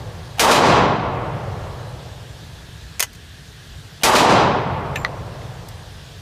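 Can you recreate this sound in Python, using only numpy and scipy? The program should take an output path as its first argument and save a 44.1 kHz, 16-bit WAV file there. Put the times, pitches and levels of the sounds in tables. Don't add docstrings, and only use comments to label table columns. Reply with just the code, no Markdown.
import sys
import numpy as np
from scipy import signal
from scipy.fft import rfft, irfft
from scipy.io import wavfile
from scipy.ndimage import uniform_filter1d, minimum_filter1d

SR = 44100
rng = np.random.default_rng(int(sys.argv[2]) if len(sys.argv) > 2 else 0)


def ratio_of_db(decibels):
    return 10 ** (np.asarray(decibels, float) / 20)


def master(y):
    cut = np.clip(np.atleast_2d(y).T, -1, 1)
    pcm = np.round(cut * 32767)
    wavfile.write(sys.argv[1], SR, pcm.astype(np.int16))


N = 273859


def evened(x):
    return x / np.sqrt(np.mean(x ** 2) + 1e-20)


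def read(hz_points, values, hz):
    return np.interp(np.log(hz + 1), np.log(np.asarray(hz_points) + 1), values)


def add(mix, start_s, sound):
    at = round(start_s * SR)
    sound = sound[max(-at, 0):]
    part = mix[max(at, 0):][:len(sound)]
    part += sound[:len(part)]


def swell(t, rise_s, t60_s):
    t = np.maximum(t, 0)
    return (1 - np.exp(-t / abs(rise_s))) * ratio_of_db(-60 * t / abs(t60_s))


def below(hz, edge_hz):
    return 1 / (1 + (hz / edge_hz) ** 4)


def air(spectrum, level_db, patchy_db, wide_bins, long_frames):
    frames, hz = N // 512 + 5, np.fft.rfftfreq(2048, 1 / SR)
    real, imaginary, patches = rng.standard_normal((frames, 1025, 3)).T
    patches = uniform_filter1d(patches, round(wide_bins), 0)
    patches = evened(uniform_filter1d(patches, round(long_frames), 1))
    colour_db = read(*np.transpose(spectrum), hz)[:, None]
    z = (real + 1j * imaginary) * ratio_of_db(colour_db + patchy_db * patches)
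    noise = signal.istft(z, nperseg=2048, noverlap=1536)[1][:N]
    return ratio_of_db(level_db) * evened(noise)


# pitch_hz, level_db (per Hz)
DUCT_RUMBLE = [(18, -44), (30, -7), (43, -4), (65, 1.5), (81, 3), (102, -1), (157, -2), (172, -10),
               (214, -15), (240, -15.5), (310, -46), (530, -120)]
# pitch_hz, level_db (per Hz)
VENT_HISS = [(120, -33), (200, -15), (268, -3), (371, -6), (430, -2.5), (497, -9), (702, -8), (992, -12),
             (1380, -8.5), (1510, -7.5), (1650, -3.5), (2210, -12), (3420, -6.5), (13400, -26.5),
             (15500, -31)]


def ventilation():
    rumble = air(DUCT_RUMBLE, level_db=-39.5, patchy_db=2.9, wide_bins=3, long_frames=5)
    hiss = air(VENT_HISS, level_db=-44.5, patchy_db=1.2, wide_bins=30, long_frames=4)
    return rumble + hiss


def knocks(events, modes, crack_db, booth_db):
    t, out = np.arange(SR // 5) / SR, np.zeros(N)
    body = np.zeros(len(t))
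    for k, (hz, db, t60_s) in enumerate(modes):
        body += (-1) ** k * ratio_of_db(db - 60 * t / t60_s) * np.sin(2 * np.pi * hz * t)
    body /= np.linalg.norm(body)
    booth = signal.lfilter([1], [1, -.5], rng.standard_normal(len(t))) * swell(t - .003, .003, .055)
    booth /= np.linalg.norm(booth)
    for start_s, level_db, contact_s in events:
        touch = np.sin(np.pi * np.clip(t[:700] / contact_s, 0, 1) ** .65)
        rub, crack = rng.standard_normal((2, 700)) * touch
        rub[0] = crack[0] = 1
        ring = signal.fftconvolve(rub, body)[:len(t)]
        add(ring, 0, ratio_of_db(crack_db) * signal.lfilter([1], [1, -.35], crack))
        ring = signal.lfilter(*signal.butter(2, 520, "high", fs=SR), ring)
        ring /= np.sqrt(np.mean(ring[:max(round(contact_s * SR), 90)] ** 2))
        tail = signal.fftconvolve(ring, booth)[:len(t)]
        add(out, start_s, ratio_of_db(level_db) * (ring + ratio_of_db(booth_db) * tail))
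    return out


# start_s, level_db (rms), contact_s
TICKS = [
    (4.399, -47, .003),
    (5.685, -39, .007),
]
# pitch_hz, level_db, t60_s
TICK_RING = [(4900, -3, .008), (7700, 0, .008), (9100, 0, .008), (12500, -2, .006), (14800, -3, .006)]


def ticks():
    return knocks(TICKS, TICK_RING, crack_db=-1, booth_db=-9)


# start_s, length_s, pitch_hz, level_db
BRASS_PINGS = [(4.958, .089, 7280, -37), (4.958, .078, 13280, -46), (4.958, .055, 14580, -56),
               (4.596, .07, 12800, -56), (4.72, .12, 12850, -58), (4.72, .1, 15100, -61),
               (2.297, .06, 7300, -58)]


def brass_pings():
    t60_s, tumble_hz, tumble_depth = .4, 55, .7
    out = np.zeros(N)
    for (start_s, length_s, hz, db), (speed, phase) in zip(BRASS_PINGS, rng.random((len(BRASS_PINGS), 2))):
        t = np.arange(round(length_s * SR)) / SR
        turns = tumble_hz * (.7 + .6 * speed) * t + phase + .3 * np.sin(40 * t)
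        tumble = 1 + tumble_depth * np.cos(2 * np.pi * turns)
        tone = ratio_of_db(db - 60 * t / t60_s) * np.sin(2 * np.pi * hz * t)
        add(out, start_s, tone * tumble * signal.windows.tukey(len(t), .1))
    return out


# start_s, level_db (rms), contact_s
RIM_BOUNCES = [
    (4.9568, -18, .007),
    (4.966, -37, .008),
]
# pitch_hz, level_db, t60_s
RIM_RING = [(1700, 3, .007), (2480, 4, .008), (3900, -4, .004), (5200, -14, .004), (6160, -9, .004)]
# start_s, level_db (rms), contact_s
FLAT_BOUNCES = [
    (5.0465, -26, .002),
    (5.0486, -7, .00002),
    (5.0495, -24, .005),
    (5.057, -29, .004),
    (5.064, -31, .004),
    (5.416, -42, .004),
]
# pitch_hz, level_db, t60_s
FLAT_RING = [(1150, -4, .012), (1970, 0, .016), (3500, -10, .007), (4200, -8, .007), (6300, -19, .004)]


def brass_bounces():
    rim = knocks(RIM_BOUNCES, RIM_RING, crack_db=-14, booth_db=-9)
    return rim + knocks(FLAT_BOUNCES, FLAT_RING, crack_db=-30, booth_db=-19)


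# start_s, level_db (rms), contact_s
ACTION_CLACKS = [
    (2.9955, -16, .0022),
    (2.998, -25, .002),
    (3.0018, -11.5, .009),
    (3.0254, -10.5, .005),
    (3.0305, -19, .009),
    (3.128, -46, .015),
    (3.148, -46, .015),
]
# pitch_hz, level_db, t60_s
ACTION_RING = [(2150, 0, .007), (3450, -2, .004), (4800, -1, .004), (6400, 3, .006), (8900, 0, .005),
               (12500, -3, .004)]


def action():
    return knocks(ACTION_CLACKS, ACTION_RING, crack_db=1, booth_db=-11)


# start_s, level_db (rms), contact_s
HAMMER_FALLS = [
    (.372, -42, .012),
    (.3825, -27, .007),
    (4.010, -42, .012),
    (4.021, -33, .007),
]
# pitch_hz, level_db, t60_s
HAMMER_RING = [(800, 0, .012), (2900, -6, .015)]


def hammer():
    return knocks(HAMMER_FALLS, HAMMER_RING, crack_db=-11, booth_db=-8)


def ring_time(hz, t60_s):
    walls_s = t60_s * (1 + 0.13 * below(hz, 185))
    soaked = (hz / 8400) ** 1.87
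    return 1 / (1 / walls_s + soaked)


# pitch_hz, level_db
NEAR_BURST = [(65, -3), (166, -5), (232, 0), (417, -30), (1000, 3), (1700, 6.5), (3200, 9.5), (8000, 8)]
# pitch_hz, level_db
MAIN_TAIL = [(40, -13), (65, 3), (135, 9), (232, 2.5), (1000, 14.5), (1630, 3.5), (3300, 4), (13200, 1)]
# pitch_hz, level_db
LATE_TAIL = [(57, -22.5), (118, -9), (235, -29.5), (488, -15.5), (1000, -16), (1600, -22.5), (3020, -23),
             (5000, -68)]
# delay_s, level_db, rise_s, t60_s
THROWN_BACK = [
    (.008, 6, 0.0043, 0.17),
    (.048, -13, .003, 0.047),
    (.114, 5, 0.021, .25),
    (.255, -13, .02, .4),
]


def hall(size, count):
    t, hz = np.arange(size) / SR, np.fft.rfftfreq(size, 1 / SR)
    z = rfft(rng.standard_normal((count, size))) / np.sqrt(hz + 10)
    centres = np.geomspace(35, 15000, num=30)
    spacing = np.log(centres[1] / centres[0])
    slaps = sum(ratio_of_db(db) * swell(t - s, rise_s, t60_s) for s, db, rise_s, t60_s in THROWN_BACK)
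    out = np.zeros((count, size))
    for f in centres:
        burst_db, main_db, late_db = (read(*np.transpose(table), f)
                                      for table in (NEAR_BURST, MAIN_TAIL, LATE_TAIL))
        rise_s = 0.014 + 0.99 * below(f, 160) ** 2 + 0.066 * (1 - below(f, 2250))
        near = swell(t, .0004, ring_time(f, 0.29)) * ratio_of_db(1.5)
        far = slaps * ratio_of_db(-.0058 * f * t) * f / (f + 700)
        burst = ratio_of_db(burst_db) * below(f, 9700) ** .5 * np.hypot(near, far)
        main = ratio_of_db(main_db) * swell(t, rise_s, ring_time(f, 1.13))
        late = ratio_of_db(late_db) * swell(t, rise_s, ring_time(f, 3.11))
        share = np.interp(np.log(hz + 1), np.log(f + 1) + spacing * np.arange(-1, 2), [0, 1, 0])
        band = evened(irfft(z * np.sqrt(share), size))
        out += band * np.sqrt((burst ** 2 + main ** 2 + late ** 2) / 3)
    return out


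SHOT_STARTS = [
    -1.4,
    .3945,
    4.0338,
]
SHOT_LEVELS = [
    0.43,
    1.5,
    0.11,
]


def shots():
    size, blast_db = 160000, 9
    t, out = np.arange(size) / SR, np.zeros(N)
    shared, *own = hall(size, count=4)
    u = t[:600] / .0003
    blast = -ratio_of_db(blast_db) * (1 - u) * np.exp(-u)
    alike = .9 * np.exp(-t / 3)
    for start_s, level_db, different in zip(SHOT_STARTS, SHOT_LEVELS, own):
        sound = alike * shared + np.sqrt(1 - alike ** 2) * different
        add(sound, 0, blast)
        add(out, start_s, ratio_of_db(level_db) * sound)
    return out


def scene():
    brass = brass_bounces() + brass_pings()
    metal = ticks() + action() + hammer()
    return (ventilation() + brass + metal + shots())[None]


def slow_duck(x, start_db, depth_db, fall_s, rise_s):
    power_db = 10 * np.log10(uniform_filter1d(x ** 2, size=200)[::64] + 1e-12)
    duck, ducks = 0, []
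    for want in np.clip(power_db - start_db, 0, depth_db):
        pace_s = fall_s if want > duck else rise_s
        duck += (want - duck) * min(64 / SR / pace_s, 1)
        ducks.append(duck)
    return np.interp(np.arange(N) / 64, np.arange(len(ducks)), ducks)


def limiter(x, top_db, release_db_per_s):
    peak_db = 20 * np.log10(-minimum_filter1d(-abs(x), size=161) + 1e-9)
    fall = np.arange(N) * release_db_per_s / SR
    held_db = np.maximum.accumulate(peak_db + fall) - fall
    over_db = np.maximum(held_db - top_db, 0)
    return x / ratio_of_db(uniform_filter1d(over_db, size=80))


def band_limit(x):
    return signal.sosfilt(signal.butter(12, 16030, fs=SR, output="sos"), x)


def record(dry):
    x = dry[0] / ratio_of_db(slow_duck(dry[0], start_db=-16.5, depth_db=10.07, fall_s=.018, rise_s=0.27))
    x = limiter(x, top_db=-3, release_db_per_s=185)
    x = signal.lfilter(*signal.butter(2, 36, "high", fs=SR), x)
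    treble_edge = signal.firwin(255, 15300, window=("kaiser", 9), fs=SR)
    mix = signal.oaconvolve(x, treble_edge, "same")[None]
    return band_limit(mix)


dry = scene()
out = record(dry)
master(out)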